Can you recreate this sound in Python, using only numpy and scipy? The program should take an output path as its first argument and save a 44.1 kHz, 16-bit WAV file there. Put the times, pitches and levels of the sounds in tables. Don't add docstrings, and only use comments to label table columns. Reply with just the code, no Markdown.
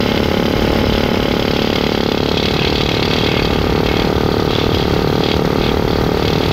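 import sys
import numpy as np
from scipy import signal
from scipy.fft import rfft, irfft
from scipy.io import wavfile
from scipy.ndimage import uniform_filter1d, minimum_filter1d

SR = 44100
rng = np.random.default_rng(int(sys.argv[2]) if len(sys.argv) > 2 else 0)


def transcribe(u):
    v = np.clip(np.atleast_2d(u).T, -1, 1)
    q = np.round(v * 32767).astype(np.int16)
    wavfile.write(sys.argv[1], SR, q)


N = 287752
T = np.arange(N) / SR
MS = SR / 1000

# t/s, strokes per second
PISTON_SPEED = [(0.0, 35.25), (0.93, 36.54), (1.44, 35.53), (1.76, 36.77), (2.09, 35.08), (2.79, 37.36),
                (3.04, 36.42), (3.2, 38.97), (3.5, 35.95), (3.93, 37.36), (4.58, 36.91), (4.68, 38.47),
                (4.86, 35.85), (5.28, 38.15), (5.41, 35.88), (5.67, 38.48), (5.77, 36.9), (6.52, 38.67)]
# t/s, place (0 beside the bolt, 1 open plate), blow level/dB, scatter of the needles/ms
HANDLING_CURVE = [(0, 0.056, -2, 3.55), (1.15, 0, -0.5, 3.43), (1.6, 0.25, -3, 2.3),
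                  (2.15, 0.56, -0.5, 1.71), (2.5, 0.86, -6.5, 3.2), (3.3, 0.91, -6, 4.3), (4.2, 1, -2, 2.6),
                  (4.7, 1, -2.5, 4.1), (5.5, 0.91, -2, 2.78), (6.52, 0.95, -5.5, 3.4)]
# f/Hz, level/dB
BLOW_SPECTRUM = [(50, -17), (110, -25), (170, -2.5), (250, 0), (340, -1), (440, 3), (560, -10), (680, -11),
                 (850, -7.5), (1050, -22), (1350, -13), (1750, -28), (2150, -27), (2800, -39), (4500, -35),
                 (8000, -120)]
# f/Hz, level/dB, time to fall 60 dB/s
BOLT_PLATE_MODES = [(231.8, 10, 0.036), (455, 7, 0.013), (540, 3, 0.033), (843, -7, 0.056),
                    (1090, -4, 0.026), (1293, -6.5, 0.042), (1414, -9, 0.044), (2115, 3, 0.011)]
# f/Hz, level/dB, time to fall 60 dB/s
OPEN_PLATE_MODES = [(165, -15, 0.076), (417, -2, 0.044), (806, -5, 0.038), (928, -5, 0.033),
                    (1223.6, -6, 0.05), (1520, -16, 0.071), (2020, -6, 0.014)]
# t/s, relative level/dB, relative weight of the lower ring/dB
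CLATTER_CURVE = [(0, -30, -1), (1.35, -29, 2), (1.6, -27, 2), (2.2, -27.5, -2.5), (2.5, -28.5, -1.5),
                 (3.2, -26, 1.5), (3.7, -32.5, -0.5), (4.25, -31.5, -11.5), (4.9, -30, -3), (5.8, -34, -13),
                 (6.52, -32.5, -15)]
# start t/s, length/s, level change/dB, extra weight of the lower ring/dB
NEEDLE_BITES = [(0.0, 0.2, 3, 4.5), (0.857, 0.18, 3.5, -2.5), (2.357, 0.14, 4.5, 0), (2.584, 0.096, 1.5, 8),
                (2.76, 0.12, 2.5, 0), (3.28, 0.14, -2, 9), (3.862, 0.19, 2.5, 11.5),
                (4.502, 0.14, 4.5, 10.5), (4.706, 0.16, 2, 4), (5.227, 0.13, 8, 9.5),
                (5.586, 0.14, 6.5, 12), (5.903, 0.059, 5.5, 5), (6.22, 0.38, 4, 11)]
# f/Hz, level/dB per Hz
CRACK_SPECTRUM = [(100, -27), (800, -2.5), (1700, 1), (2400, -6), (3300, 3), (4200, -0.5), (4900, -2.5),
                  (5500, -6), (6500, -16), (8200, -29), (11000, -35), (16000, -42)]
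# f/Hz, level/dB, time to fall 60 dB/s
PRESSED_NEEDLE_MODES = [(2155, 0, 0.04), (2564, -0.5, 0.034), (2830, 7, 0.02), (3058, 14.5, 0.016),
                        (3370, 1.5, 0.028), (4004, -7.5, 0.13), (4600, -8.5, 0.037), (4810, -4.5, 0.07),
                        (5180, -6.5, 0.038)]
# f/Hz, level/dB, time to fall 60 dB/s
FREE_NEEDLE_MODES = [(2179, 1.5, 0.036), (2563, 0, 0.029), (2707, 0.5, 0.021), (2970, -4, 0.028),
                     (3245, 0.5, 0.062), (3530, 7, 0.018), (3796, -3.5, 0.021), (3900, -1.5, 0.026),
                     (4260, -5, 0.042), (4523, -9, 0.079), (4860, -10, 0.05)]
# t/s, relative level/dB
JET_CURVE = [(0, -42.5), (1, -43), (2, -45), (2.6, -48), (3.6, -47), (5, -44.5), (5.6, -45.5),
             (6.52, -46.5)]
# f/Hz, level/dB per Hz
HISS_SPECTRUM = [(300, -35), (2000, -52), (4500, 37), (6500, 30.5), (8200, 5.5), (10500, 16), (13000, -21),
                 (16000, -83)]
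# f/Hz, level/dB per Hz
FIZZ_SPECTRUM = [(10500, -50), (11200, -14), (11900, 0), (12700, -.5), (13500, -3), (16000, -5)]
# f/Hz, width/Hz, level above the noise/dB
EXHAUST_WHISTLES = [(9500, 170, 3), (13000, 150, 7)]
# t/s, relative level/dB
WIND_CURVE = [(0, -19), (0.9, -16.5), (2.0, -22), (2.7, -19.5), (4.7, -17.5), (6.52, -18)]
# f/Hz, level/dB per Hz
RUMBLE_SPECTRUM = [(10, -15), (25, -22), (50, -0.5), (85, 1), (130, -4.5), (210, -9), (300, -11),
                   (450, -10.5), (620, -15.5), (1200, -24), (2500, -25.5), (8000, -51)]
# f/Hz, width/Hz, level/dB
DRAUGHT_HUMS = [(235, 70, 7), (162, 40, 10)]


def amp(db):
    return 10 ** (np.asarray(db) / 20)


def unit(x):
    return x / np.sqrt(np.mean(x ** 2) + 1e-20)


def follow(rows, t):
    seconds, *columns = np.transpose(rows)
    return [np.interp(t, seconds, column) for column in columns]


def gains(points, hz):
    f, db = np.transpose(points)
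    return amp(np.interp(np.log(hz + 1), np.log(f + 1), db))


def noise(points, size=N, peaks=()):
    hz = np.fft.rfftfreq(size, 1 / SR)
    peak_db = sum(db / (1 + (2 * (hz - f) / width) ** 2) for f, width, db in peaks)
    shape = gains(points, hz) * amp(peak_db)
    return unit(irfft(rfft(rng.standard_normal(size)) * shape, size))


def clicks(times, sizes):
    at = np.round(np.ravel(times) * SR).astype(int)
    return np.bincount(np.maximum(at, 0), np.ravel(sizes), N)[:N]


def convolve(x, response):
    return signal.oaconvolve(x, response)[:N]


def butter(x, order, hz, kind, run=signal.sosfilt):
    return run(signal.butter(order, hz, kind, fs=SR, output="sos"), x)


def ring(modes, weights, detune=0):
    hz, db, t60 = np.transpose(modes)[:, :, None]
    t = T[:SR // 8]
    fade = np.exp(-np.log(1000) * t / t60) * np.tanh(t * hz) ** 2
    sines = np.sin(2 * np.pi * hz * (1 + detune) * t)
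    return weights @ (amp(db) * fade * sines)


def stroke_times(first_turn=0.064, steady_ms=0.15, stumble_ms=0.45):
    turns = np.cumsum(follow(PISTON_SPEED, T)[0]) / SR - first_turn
    due = T[1:][np.diff(np.floor(turns)) > 0]
    place = follow(HANDLING_CURVE, due)[0]
    scatter_ms = np.interp(place, [0, 1], [steady_ms, stumble_ms])
    return due + scatter_ms * rng.standard_normal(len(due)) / 1000


def bending_wave(dispersion=0.882):
    hz = np.fft.rfftfreq(SR // 10, 1 / SR)
    delays = np.exp(-1j * dispersion * np.sqrt(hz))
    chirp = irfft(gains(BLOW_SPECTRUM, hz) * 1j * delays)[:SR // 20]
    chirp *= np.tanh(np.arange(len(chirp)) / MS) ** 2
    return chirp / chirp.max()


def plate(strokes, blow_db=2.5, modes_db=-10, uneven_db=1.5, bolt_lag_ms=3.075, open_lag_ms=3.143):
    place, force_db, _ = follow(HANDLING_CURVE, strokes)
    force = amp(force_db + uneven_db * rng.standard_normal(len(strokes)))
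    wave = amp(blow_db) * convolve(clicks(strokes, force), bending_wave())
    bolt = BOLT_PLATE_MODES, 1 - place, bolt_lag_ms
    open_plate = OPEN_PLATE_MODES, place, open_lag_ms
    for modes, share, lag_ms in (bolt, open_plate):
        blows = clicks(strokes + lag_ms / 1000, force * share * amp(modes_db))
        wave += convolve(blows, ring(modes, np.ones(len(modes))))
    return wave


def needles(strokes, level_db=4, lower_db=-2.5, split_hz=2900, free_at=0.81, count=19):
    free = np.clip(follow(HANDLING_CURVE, T)[0] / free_at, 0, 1)
    bundle = [needle_hits(strokes) for _ in range(count)]
    clatter = np.zeros(N)
    for hits in bundle:
        clatter += convolve(hits * np.sqrt(1 - free), needle_ring(PRESSED_NEEDLE_MODES))
        clatter += convolve(hits * np.sqrt(free), needle_ring(FREE_NEEDLE_MODES))
    clatter_db, weight_db = biting()
    clatter = ring_out(clatter, clatter_db)
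    clatter /= np.sqrt(uniform_filter1d(clatter ** 2, SR // 9) + 1e-9)
    upper = butter(clatter, 4, split_hz, "high", signal.sosfiltfilt)
    lower = amp(weight_db + lower_db) * (clatter - upper)
    bright = amp(clatter_db + level_db) * (upper + lower) / upper.std()
    return bright + knock(sum(bundle))


def needle_hits(strokes, flight_ms=3.8, rebound_ms=16, rebound_db=-9, hit_spread_db=3, contact_db=3):
    scatter_ms = follow(HANDLING_CURVE, strokes)[2]
    first, second, contact = rng.standard_normal((3, len(strokes)))
    grip = amp(contact_db * unit(uniform_filter1d(contact, size=5)))
    late_ms = flight_ms + scatter_ms * rng.exponential(1, len(strokes))
    land = strokes + late_ms / 1000
    again = land + rebound_ms * rng.uniform(0.2, 1.3, len(strokes)) / 1000
    landings = clicks(land, grip * amp(hit_spread_db * first))
    rebounds = clicks(again, grip * amp(hit_spread_db * second + rebound_db))
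    return landings + rebounds


def needle_ring(modes, ring_db=4, detune=0.006):
    t_ms = np.arange(SR // 8) / MS
    envelope = np.tanh(t_ms / 0.2) ** 2 * np.exp(-t_ms / 2.6)
    crack = noise(CRACK_SPECTRUM, len(t_ms)) * envelope
    weights, mistuning = rng.standard_normal((2, len(modes)))
    tones = ring(modes, weights, detune * mistuning[:, None])
    return unit(crack) + amp(ring_db) * unit(tones)


def biting(edge_s=0.063):
    level_db, weight_db = follow(CLATTER_CURVE, T)
    for start, length, rise_db, extra_db in NEEDLE_BITES:
        inside_s = np.minimum(T - start, start + length - T)
        grip = np.clip(0.5 + inside_s / edge_s, 0, 1)
        level_db = level_db + rise_db * grip
        weight_db = weight_db + extra_db * grip
    return level_db, weight_db


def ring_out(clatter, level_db, low_hz=3200, high_hz=3900, from_db=-30, gain_per_db=0.5):
    main = butter(clatter, 2, [low_hz, high_hz], "band", signal.sosfiltfilt)
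    boost = amp(gain_per_db * np.maximum(level_db - from_db, 0))
    return clatter + (boost - 1) * main


def knock(hits, level_db=-29, lowest_hz=750):
    place = follow(HANDLING_CURVE, T)[0]
    rung = np.zeros(N)
    for modes, share in (BOLT_PLATE_MODES, 1 - place), (OPEN_PLATE_MODES, place):
        rung += convolve(hits * np.sqrt(share), ring(modes, np.ones(len(modes))))
    return amp(level_db) * unit(butter(rung, 3, lowest_hz, "high"))


def exhaust(strokes, hiss_db=6, fizz_db=9, leak=0.32, vent_lag_ms=2, return_lag_ms=13,
            return_size=0.36, puff_ms=6):
    each = np.ones(len(strokes))
    forward = clicks(strokes + vent_lag_ms / 1000, each)
    backward = clicks(strokes + return_lag_ms / 1000, return_size * each)
    puff = np.exp(-np.arange(SR // 20) / MS / puff_ms)
    flow = unit(leak + convolve(forward + backward, puff))
    hiss = amp(hiss_db) * noise(HISS_SPECTRUM, peaks=EXHAUST_WHISTLES[:1])
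    fizz = amp(fizz_db) * noise(FIZZ_SPECTRUM, peaks=EXHAUST_WHISTLES[1:])
    left_right = np.array([hiss, hiss + fizz])
    return amp(follow(JET_CURVE, T)[0]) * flow * left_right


def draught(level_db=1.5):
    place = follow(HANDLING_CURVE, T)[0]
    by_bolt = np.sqrt(1 - place) * noise(RUMBLE_SPECTRUM, peaks=DRAUGHT_HUMS[:1])
    in_open = np.sqrt(place) * noise(RUMBLE_SPECTRUM, peaks=DRAUGHT_HUMS[1:])
    rumble = by_bolt + in_open
    gusts = np.sqrt(uniform_filter1d(rumble ** 2, SR // 12) + 1e-9)
    return amp(follow(WIND_CURVE, T)[0] + swell() + level_db) * rumble / gusts


def swell(depth_db=0.8, step_s=0.177):
    steps = rng.standard_normal(256)
    return depth_db * np.interp(T / step_s, np.arange(len(steps)), steps)


def scene():
    strokes = stroke_times()
    return plate(strokes) + needles(strokes) + draught() + exhaust(strokes)


def record(dry, ceiling_db=-4, strength=0.85, hold_ms=9.15, release_ms=2, edge_hz=15720):
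    over_db = np.maximum(20 * np.log10(abs(dry).max(0) + 1e-6) - ceiling_db, 0)
    ahead, hold = SR // 500, int(hold_ms * MS)
    held = -minimum_filter1d(-over_db, hold + ahead, origin=(hold - ahead) // 2)
    r = np.exp(-1 / (release_ms * MS))
    released = signal.lfilter([1 - r], [1, -r], held)
    duck_db = uniform_filter1d(np.maximum(held, released), ahead)
    limited = dry * amp(-strength * duck_db)
    low_pass = signal.firwin(801, edge_hz, window=("kaiser", 9), fs=SR)
    return signal.oaconvolve(limited, low_pass[None], "same")


dry = scene()
out = record(dry)
transcribe(out)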